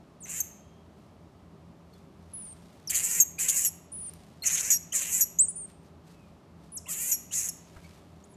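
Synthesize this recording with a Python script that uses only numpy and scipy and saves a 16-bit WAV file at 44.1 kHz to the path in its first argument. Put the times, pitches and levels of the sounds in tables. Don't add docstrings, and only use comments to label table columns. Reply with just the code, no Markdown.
import sys
import numpy as np
from scipy import signal
from scipy.fft import rfft, irfft, next_fast_len
from scipy.io import wavfile
from scipy.ndimage import uniform_filter1d, map_coordinates

SR = 44100
rng = np.random.default_rng(int(sys.argv[2]) if len(sys.argv) > 2 else 0)


def log_audio(samples):
    frames = np.atleast_2d(samples).T
    limited = np.clip(frames, -1, 1)
    pcm = np.round(limited * 32767).astype(np.int16)
    wavfile.write(sys.argv[1], SR, pcm)


N = 368676
TOP_HZ = 14100

# (moment the folds go slack [s], rate before it [pulses/s], rate once recovered [pulses/s],
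#   basic roughness [0-1], low resonance [dB], its drift [dB], treble against the main level at the start [dB],
#   the same at the end [dB], gape: stretch of the throat's resonances [factor])
SCREAM_CALLS = [(.33, 560, 470, 0.09, -48.5, -1.5, -10.5, -6, 1.007),
                (3.005, 604, 470, .16, -44, 0, -3.5, -7.5, 1.012),
                (3.414, 500, 553, 0.19, -40, -9.5, -8, -6.5, 1.016),
                (4.62, 607, 540, 0.16, -41.5, -4.5, -11, -8.5, 0.96),
                (5.072, 560, 505, 0.14, -43.5, -3.5, -12.5, 0, 1.007),
                (6.948, 620, 488, .05, -50.5, 1.5, -5, -1.5, 1.025),
                (7.432, 620, 470, 0.17, -51.5, 0.5, -9, -6.5, 0.97)]
# (time [s], level [dB])
SCREAM_EFFORTS = [
    [(0.255, -43.5), (0.261, -53), (0.289, -46), (0.295, -39.5), (0.313, -37), (0.327, -39.5), (0.397, -38)],
    [(2.895, -37), (2.907, -23.5), (2.927, -39), (2.957, -25.5), (3.023, -36.5), (3.045, -30.5),
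     (3.091, -33.5), (3.121, -29), (3.195, -30.5)],
    [(3.385, -43), (3.399, -27.5), (3.431, -28), (3.479, -36.5), (3.487, -24), (3.499, -20.5), (3.519, -34),
     (3.575, -25.5), (3.642, -32.5)],
    [(4.433, -48.5), (4.473, -21), (4.497, -33), (4.553, -24), (4.561, -30.5), (4.609, -28), (4.627, -36.5),
     (4.641, -31.5), (4.697, -32)],
    [(4.93, -33), (4.934, -36), (4.958, -24), (5.016, -32.5), (5.026, -29), (5.046, -36.5), (5.114, -34),
     (5.132, -29), (5.202, -33.5)],
    [(6.865, -53), (6.877, -62), (6.889, -38.5), (6.913, -31.5), (6.957, -41), (7.023, -34), (7.069, -35),
     (7.109, -33.5)],
    [(7.312, -52), (7.33, -34.5), (7.354, -28.5), (7.398, -30), (7.424, -34), (7.481, -37.5)],
]
# (time [s], length [s], added roughness [0-1])
CHAOTIC_FITS = [(.255, .035, 0.52), (2.891, .125, .62), (3.379, .02, 0.53), (3.482, .024, .46),
                (3.566, .045, .12), (4.489, .035, 0.75), (4.553, .06, 0.68), (4.99, .09, .5),
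                (6.926, .028, 0.76), (7.31, .036, 0.54), (7.405, .024, 0.47)]
# (length [s], start pitch [Hz], end pitch [Hz],
#   bow of the fall [power, over 1 flattens out], level [dB], change over the call [dB], octave [dB], rasp [dB])
SQUEAL_CALLS = [(.014, 6700, 6230, 1.4, -24.5, -1, -26.5, -32.5),
                (0.034, 6680, 6310, .65, -12.5, -10.5, -20, -27),
                (.044, 6100, 5570, 3.08, -37, 0, -24, -25),
                (.072, 6380, 5680, 3.7, -26, -2.5, -27.5, -22.5),
                (.037, 6120, 5690, 2.5, -26.5, -4.5, -20.5, -27),
                (.045, 6300, 5630, 3.37, -28.5, -8.5, -26.5, -29.5),
                (0.016, 5700, 5430, 1, -45, 7.5, -32, -31.5)]
# (time [s], length [s], start pitch [Hz], end pitch [Hz], level [dB], change over the call [dB])
PEEP_CALLS = [(2.873, 0.034, 6100, 4300, -32.5, -14.5), (3.382, 0.009, 2380, 2480, -44.5, 9),
              (4.421, 0.025, 4160, 4380, -38, -2.5), (4.92, .011, 2870, 3160, -44.5, 7.5),
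              (4.923, 0.0074, 5970, 6900, -32.5, 0), (6.858, .024, 2520, 3500, -49.5, -9),
              (6.867, 0.058, 946, 1510, -54, -8), (7.309, 0.032, 2750, 3670, -47.5, -8)]
# (time [s], length of the climb [s],
#   length of the second part [s], start pitch [Hz], turning pitch [Hz], end pitch [Hz], bow of the second part [power],
#   level at the start [dB], at the turn [dB], midway through the second part [dB], at the end [dB])
CHIRP_CALLS = [(.204, .007, .043, 8800, 9770, 6050, 1.7, -52.5, -51, -45.5, -42.5),
               (5.483, .026, .012, 9060, 10280, 9200, 1.3, -25.5, -39, -47, -47),
               (6.719, 0.041, 0.029, 9720, 11630, 5150, 1.66, -47, -41.5, -33.5, -45.5),
               (8.239, 0.0086, .01, 6550, 9000, 10050, 1.1, -51.5, -61, -66, -68),
               (8.29, .032, .024, 10100, 11400, 6950, 1.2, -74, -64, -66, -59)]
# (time [s], length [s], start pitch [Hz], end pitch [Hz], scoop from below [Hz], level [dB],
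#   change over the call [dB], attack [s], final swing [Hz, negative dips first],
#   warble rate at the start [per s], at the end [per s])
TRILL_CALLS = [(2.334, 0.2, 10620, 8530, -2.5, -40, -8.5, .003, 400, 26.8, 27.2),
               (3.917, 0.18, 10380, 9050, 1898, -40.5, 0.5, 0.0072, 482, 38.4, 26.7),
               (5.386, 0.07, 8260, 8460, 2149, -8.5, -22.5, 0.024, 278.5, 47.4, 52.2),
               (5.555, .103, 9330, 8430, 0, -37.5, -4.5, .005, -300, 27.2, 27)]
# (frequency [Hz], gain [dB])
THROAT_GAIN = [(250, -29.5), (900, -30), (1450, -25.5), (1900, -16.5), (2250, -16), (2700, -16.5),
               (3500, -30), (4950, -26), (5700, -15), (6800, -2), (7800, -4.5), (9200, -14.5), (10800, -11),
               (12800, -13.5), (14000, -20)]
# (frequency [Hz], gain [dB])
HISS_COLOUR = [(1000, -40.5), (2800, -4), (3500, -1.5), (4700, -2.5), (5800, -1), (6800, -14.5),
               (9000, -50)]
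# (time of the middle [s], half length [s], level [dB])
BRUSHINGS = [(1.017, 0.075, -73), (1.975, 0.055, -70), (2.42, 0.15, -69.5), (2.702, 0.31, -66.5),
             (4.086, 0.1, -64), (4.251, 0.21, -67), (5.704, 0.018, -62.5), (5.86, 0.026, -67.5),
             (6.107, 0.032, -61.5), (6.25, 0.09, -73), (6.655, 0.048, -68), (7.745, 0.091, -62.5),
             (7.845, .012, -65), (7.922, 0.09, -63), (8.219, 0.18, -71.5)]
# (time [s], level before it dies away [dB])
CLAW_TICKS = [(1.939, -59), (2.452, -52), (4.065, -50), (4.136, -41.5), (7.838, -67), (7.85, -68)]
# (time [s], level before the soft attack and decay [dB])
COUNTER_BUMPS = [(7.762, -39.5)]
# (frequency [Hz], gain [dB])
FIBRE_COLOUR = [(200, -10.0), (1000, 1.5), (4500, 0), (8000, -4), (14000, -11)]
TICK_COLOUR = [(800, -20.5), (4000, -8), (10000, -3), (14000, -3)]
BUMP_COLOUR = [(25, -30), (45, -8), (65, 8.5), (200, -16), (1500, -14), (4000, -46)]
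# (time [s], length [s], start pitch [Hz], end pitch [Hz], level [dB])
BACKGROUND_CHIRPS = [(.54, 0.36, 3186, 3230, -76), (1.928, 0.022, 4450, 4250, -62.5),
                     (1.935, 0.056, 3470, 3400, -71), (6.1, 0.23, 2720, 2340, -72),
                     (7.835, 0.0365, 2170, 2335, -58), (7.84, .03, 4400, 4630, -64)]
# (frequency [Hz], time to die by 60 dB [s])
RING_TIMES = [(300, 0.55), (3000, 1), (6300, 0.53), (8500, .42), (13000, 0.34)]
# (time [s], level [dB])
KITCHEN_SHARE = [(.6, -12.5), (3.0, -19), (4.8, -19), (7.0, -14)]
# (frequency [Hz], level [dB], width [Hz])
HUM_TONES = [(59, -71.5, 7), (84, -62, 5.7), (168.2, -59, 13), (206, -68.5, 6), (396.6, -71, 1.2)]
# (frequency [Hz], density [dB per Hz])
AIR_COLOUR = [(15, -66.5), (25, -38), (37, -23.5), (70, -10.5), (133, -8), (164, -6), (257, -10.5),
              (403, -13.5), (511, -20.5), (569, -14), (781, -19), (1260, -23), (1470, -30), (4600, -38),
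              (14000, -50.5)]

SLACK_RATE = 365
SLACKEN_S, RECOVER_S = .022, .033
TENSE_START, TENSE_END, TENSE_S = .22, 0.15, .018
LOW_ATTACK_DB, LOW_ATTACK_S = 5, 0.0088
LOW_LEAD_DB = -1.5
HISS_DB = -13.5
BREAK_S = .005
RASP_RATE, RASP_ROUGH, RASP_FADE_DB = 860, .35, 21
RASP_LOW_DB, RASP_TREBLE_DB = -21, -13
FLUTTER_DIES = 1.2
OCTAVE_ARCH_DB = 7.5
SCOOP_S, SWING_GROWS = 0.013, 0.4
AIR_DB = -55.5


def marmoset():
    out = np.zeros(N)
    for effort, (*folds, gape), (length, *tone, rasp_db) in zip(SCREAM_EFFORTS, SCREAM_CALLS, SQUEAL_CALLS):
        add(out, effort[0][0], scream(effort, *folds, gape))
        broken_voice = squeal(length, *tone) + dying_rasp(length, rasp_db, gape)
        add(out, effort[-1][0] + BREAK_S, broken_voice)
    for voice, calls in [(peep, PEEP_CALLS), (chirp, CHIRP_CALLS), (trill, TRILL_CALLS)]:
        for s, *shape in calls:
            add(out, s, voice(*shape))
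    return out


def scream(effort, slack_s, early_rate, late_rate, rough, low_db, drift_db, treble_start_db, treble_end_db, gape):
    times, levels = np.transpose(effort)
    t, u, gate = span(times[-1] + BREAK_S - times[0])
    s = times[0] + t
    db = np.interp(s, times, levels)

    sinking = early_rate + (SLACK_RATE - early_rate) * np.exp(-((s - slack_s) / SLACKEN_S) ** 2)
    recovering = late_rate + (SLACK_RATE - late_rate) * np.exp(-abs(s - slack_s) / RECOVER_S)
    tension = 1 + TENSE_START * np.exp(-t / TENSE_S) + TENSE_END * np.exp((t - t[-1]) / TENSE_S)
    rate = np.where(s < slack_s, sinking, recovering) * tension

    chaos = sum(more / (1 + (2 * (s - start) / length - 1) ** 8) for start, length, more in CHAOTIC_FITS)
    treble_db = db + treble_start_db + (treble_end_db - treble_start_db) * u
    low_build = low_db + drift_db * u - LOW_ATTACK_DB * np.exp(-t / LOW_ATTACK_S)
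    low = np.minimum(low_build, db + LOW_LEAD_DB)
    return rasp(gate, rate, rough + chaos, db, low, treble_db, gape)


def rasp(gate, rate, rough, db, low_db, treble_db, gape, low_edge_hz=4100, high_edge_hz=9100):
    rough = rough.clip(0, 1)
    snaps, puffs = pulses(rate, rough, jitter=.022, rough_jitter=.22,
                          scatter_db=0.5, rough_scatter_db=1.16, puff_s=0.00049)
    grid = np.linspace(0, SR / 2, 512)

    def above(hz, edge):
        return 1 / (1 + (edge * gape / (hz + 1)) ** 20)

    def throat(hz):
        return amp(along(THROAT_GAIN, hz / gape))

    def resonance(region, airy):
        airy = np.clip(airy, 0, 1)
        source = gate * (np.sqrt(1 - airy) * snaps + np.sqrt(airy) * puffs)
        strength = np.sqrt(np.mean((region(grid) * throat(grid) * (grid < TOP_HZ)) ** 2))
        return filtered(ring(source, throat), region) / strength

    low = resonance(lambda hz: 1 - above(hz, low_edge_hz), .1 + .4 * rough ** 2)
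    main = resonance(lambda hz: above(hz, low_edge_hz) - above(hz, high_edge_hz), .12 + .68 * rough)
    treble = resonance(lambda hz: above(hz, high_edge_hz), .22 + .65 * rough)
    breath = unit(filtered(puffs, lambda hz: amp(along(HISS_COLOUR, hz))))
    hiss = amp(HISS_DB) * gate * rough ** 2 * breath
    voice = amp(low_db) * low + amp(db) * (main + hiss) + amp(treble_db) * treble
    return patchy(voice, depth_db=2.6)


def pulses(rate, rough, jitter, rough_jitter, scatter_db, rough_scatter_db, puff_s):
    n = len(rate)
    uneven = np.exp((jitter + rough_jitter * rough) * wobble(500, n))
    cycles = np.cumsum(rate * uneven) / SR
    at = np.interp(np.arange(.5, cycles[-1]), cycles, np.arange(n))
    i = at.astype(int)
    scatter = (scatter_db + rough_scatter_db * rough[i]) * rng.standard_normal(len(i)).clip(-2, 2)
    size = unit(amp(scatter)) * np.sqrt(SR / rate[i])

    taps = i[:, None] + np.arange(-7, 9)
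    offset = taps - at[:, None]
    shape = np.sinc(offset) * np.cos(np.pi * offset / 16) ** 2
    snaps = np.bincount(taps.clip(0, n - 1).ravel(), (size[:, None] * shape).ravel(), n)

    keep = np.exp(-1 / (puff_s * SR))
    flow = signal.lfilter([1 - keep], [1, -keep], np.bincount(i, size ** 2, n))
    return snaps, np.sqrt(flow) * rng.standard_normal(n)


def patchy(x, depth_db, size=256):
    z = signal.stft(x, nperseg=size)[2]
    across_pitch = uniform_filter1d(rng.standard_normal(z.shape), size=4, axis=0)
    field = uniform_filter1d(across_pitch, size=10, axis=1)
    return signal.istft(z * unit(amp(depth_db * unit(field))), nperseg=size)[1][:len(x)]


def squeal(length, start_hz, end_hz, bow, db, fade_db, octave_db,
           flutter_hz=880, flutter_depth=1.0, unsteady=0.02, swell=1.2, bend=.45):
    t, u, gate = span(length)
    hz = end_hz + (start_hz - end_hz) * (1 - u) ** bow
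    flutter = flutter_depth * (1 - u ** FLUTTER_DIES)
    beat = phase(flutter_hz * hz / hz.mean() * (1 + .04 * wobble(297, len(t))))
    unsteady_hz = hz * (1 + unsteady * flutter ** 1.4 * wobble(1200, len(t)))
    turn = phase(unsteady_hz) + bend * flutter * np.sin(beat)

    first = amp(db + fade_db * u - along(THROAT_GAIN, hz)) * np.sin(turn)
    octave_level = octave_db - OCTAVE_ARCH_DB * (2 * u - 1) ** 2
    second = amp(octave_level - along(THROAT_GAIN, 2 * hz)) * np.sin(2 * turn)
    swelling = np.exp(swell * flutter * np.cos(beat))
    return ring(gate * swelling * (first + second), lambda f: amp(along(THROAT_GAIN, f)))


def dying_rasp(length, db, gape):
    t, u, gate = span(length)
    db = db - RASP_FADE_DB * u ** 2
    rate, rough = np.full(len(t), RASP_RATE), np.full(len(t), RASP_ROUGH)
    return rasp(gate, rate, rough, db, db + RASP_LOW_DB, db + RASP_TREBLE_DB, gape)


def peep(length, start_hz, end_hz, db, fade_db, rough=0.016):
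    t, u, gate = span(length)
    hz = start_hz * (end_hz / start_hz) ** u * (1 + rough * wobble(900, len(t)))
    return gate * whistle(hz, db + fade_db * u, overtones_db=(0, -13, -11))


def chirp(climb_s, second_s, start_hz, turn_hz, end_hz, bow, *levels_db, round_s=.005):
    t, u, gate = span(climb_s + second_s)
    left = np.clip((climb_s + second_s - t) / second_s, 0, 1)
    climb = start_hz + (turn_hz - start_hz) * (t / climb_s) ** 3
    second_part = end_hz + (turn_hz - end_hz) * left ** bow
    hz = np.where(t < climb_s, climb, second_part)
    db = np.interp(t, [0, climb_s, climb_s + second_s / 2, climb_s + second_s], levels_db)
    return gate * whistle(uniform_filter1d(hz, size=round(round_s * SR)), db)


def trill(length, start_hz, end_hz, scoop_hz, db, fade_db, attack, swing_hz, start_rate, end_rate):
    t, u, gate = span(length)
    warble = swing_hz * u ** SWING_GROWS * np.cos(phase(start_rate + (end_rate - start_rate) * u))
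    hz = start_hz + (end_hz - start_hz) * u - scoop_hz * np.exp(-t / SCOOP_S) + warble
    return gate * np.clip(t / attack, 0, 1) ** 0.77 * whistle(hz, db + fade_db * u)


def whistle(hz, db, overtones_db=(0, -17, -19)):
    n = len(hz)
    turn = phase(hz * (1 + 0.0032 * wobble(600, n)))
    tone = 0
    for k, level in enumerate(overtones_db, 1):
        too_high = (k * hz / (.4 * SR)) ** 30
        tone = tone + amp(level) * np.sin(k * turn) / (1 + too_high)
    return np.sqrt(2) * amp(db + 0.37 * wobble(130, n)) * tone


def movements():
    t = np.arange(N) / SR
    stroke = np.sqrt(sum(amp(db) ** 2 * np.exp(-((t - s) / half) ** 2) for s, half, db in BRUSHINGS))
    fibres = noise(FIBRE_COLOUR, N)
    out = stroke * unit(fibres * amp(2.4 * wobble(280, N)))

    t = t[:SR // 4]
    for s, db in CLAW_TICKS:
        add(out, s, amp(db - 60 * t / 0.02) * noise(TICK_COLOUR, len(t)))
    for s, db in COUNTER_BUMPS:
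        soft_attack = 1 - np.exp(-t / 0.0041)
        add(out, s, amp(db - 60 * t / 0.087) * soft_attack * noise(BUMP_COLOUR, len(t)))
    return out


def faint_chirps():
    out = np.zeros(N)
    for s, length, start_hz, end_hz, db in BACKGROUND_CHIRPS:
        n = round(length * SR)
        hz = np.linspace(start_hz, end_hz, n) * (1 + 0.014 * wobble(202, n))
        add(out, s, np.hanning(n) ** .5 * whistle(hz, db))
    return out


def kitchen(x):
    hz, t, z = signal.stft(rng.standard_normal(SR), SR, nperseg=256)
    decay = amp(-60 * t / along(RING_TIMES, hz)[:, None])
    tail = signal.istft(z * decay, SR, nperseg=256)[1]
    tail = np.pad(tail / np.linalg.norm(tail), (round(.006 * SR), 0))
    return signal.fftconvolve(x, tail)[:N]


def room_tone():
    t = np.arange(N) / SR
    hum = 0
    for hz, db, width in HUM_TONES:
        waver = 1 + 0.92 * wobble(2 * width, N) + .6j * wobble(2 * width, N)
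        hum = hum + amp(db) * unit(np.real(waver * np.exp(2j * np.pi * hz * t)))
    return hum + amp(AIR_DB) * noise(AIR_COLOUR, N)


def noise(spectrum, size):
    return unit(filtered(rng.standard_normal(size), lambda hz: amp(along(spectrum, hz))))


def span(length, edge_s=.002):
    t = np.arange(0, length + edge_s, 1 / SR)
    edge = np.clip(np.minimum(t, t[-1] - t) / edge_s, 0, 1)
    return t, np.clip(t / length, 0, 1), np.sin(np.pi / 2 * edge) ** 2


def wobble(rate, size):
    knots = rng.standard_normal(int(size * rate / SR) + 4)
    return map_coordinates(knots, [np.arange(size) * rate / SR])


def phase(hz):
    return 2 * np.pi * np.cumsum(hz) / SR


def ring(x, gain, size=1024):
    cepstrum = irfft(np.log(np.maximum(gain(np.fft.rfftfreq(size, 1 / SR)), 1e-6)))
    cepstrum[1:size // 2] *= 2
    cepstrum[size // 2 + 1:] = 0
    return signal.fftconvolve(x, irfft(np.exp(rfft(cepstrum))))[:len(x)]


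def filtered(x, response):
    m = next_fast_len(len(x) + SR // 8)
    return irfft(rfft(x, m) * response(np.fft.rfftfreq(m, 1 / SR)), m)[:len(x)]


def along(points, hz):
    f, v = np.transpose(points)
    return np.interp(np.log(hz + 1), np.log(f + 1), v)


def amp(db):
    return 10 ** (np.asarray(db) / 20)


def unit(x):
    return x / np.sqrt(np.mean(x ** 2) + 1e-20)


def add(track, s, sound):
    part = track[max(round(s * SR), 0):][:len(sound)]
    part += sound[:len(part)]


def scene():
    near = marmoset() + movements() + faint_chirps()
    wet = amp(np.interp(np.arange(N) / SR, *np.transpose(KITCHEN_SHARE)))
    mono = near + kitchen(wet * near) + room_tone()
    return np.array([mono, mono])


def record(dry):
    def band(hz):
        return np.clip((TOP_HZ - hz) / 400 + .5, 0, 1)

    return np.array([filtered(x, band) for x in dry])


dry = scene()
out = record(dry)
log_audio(out)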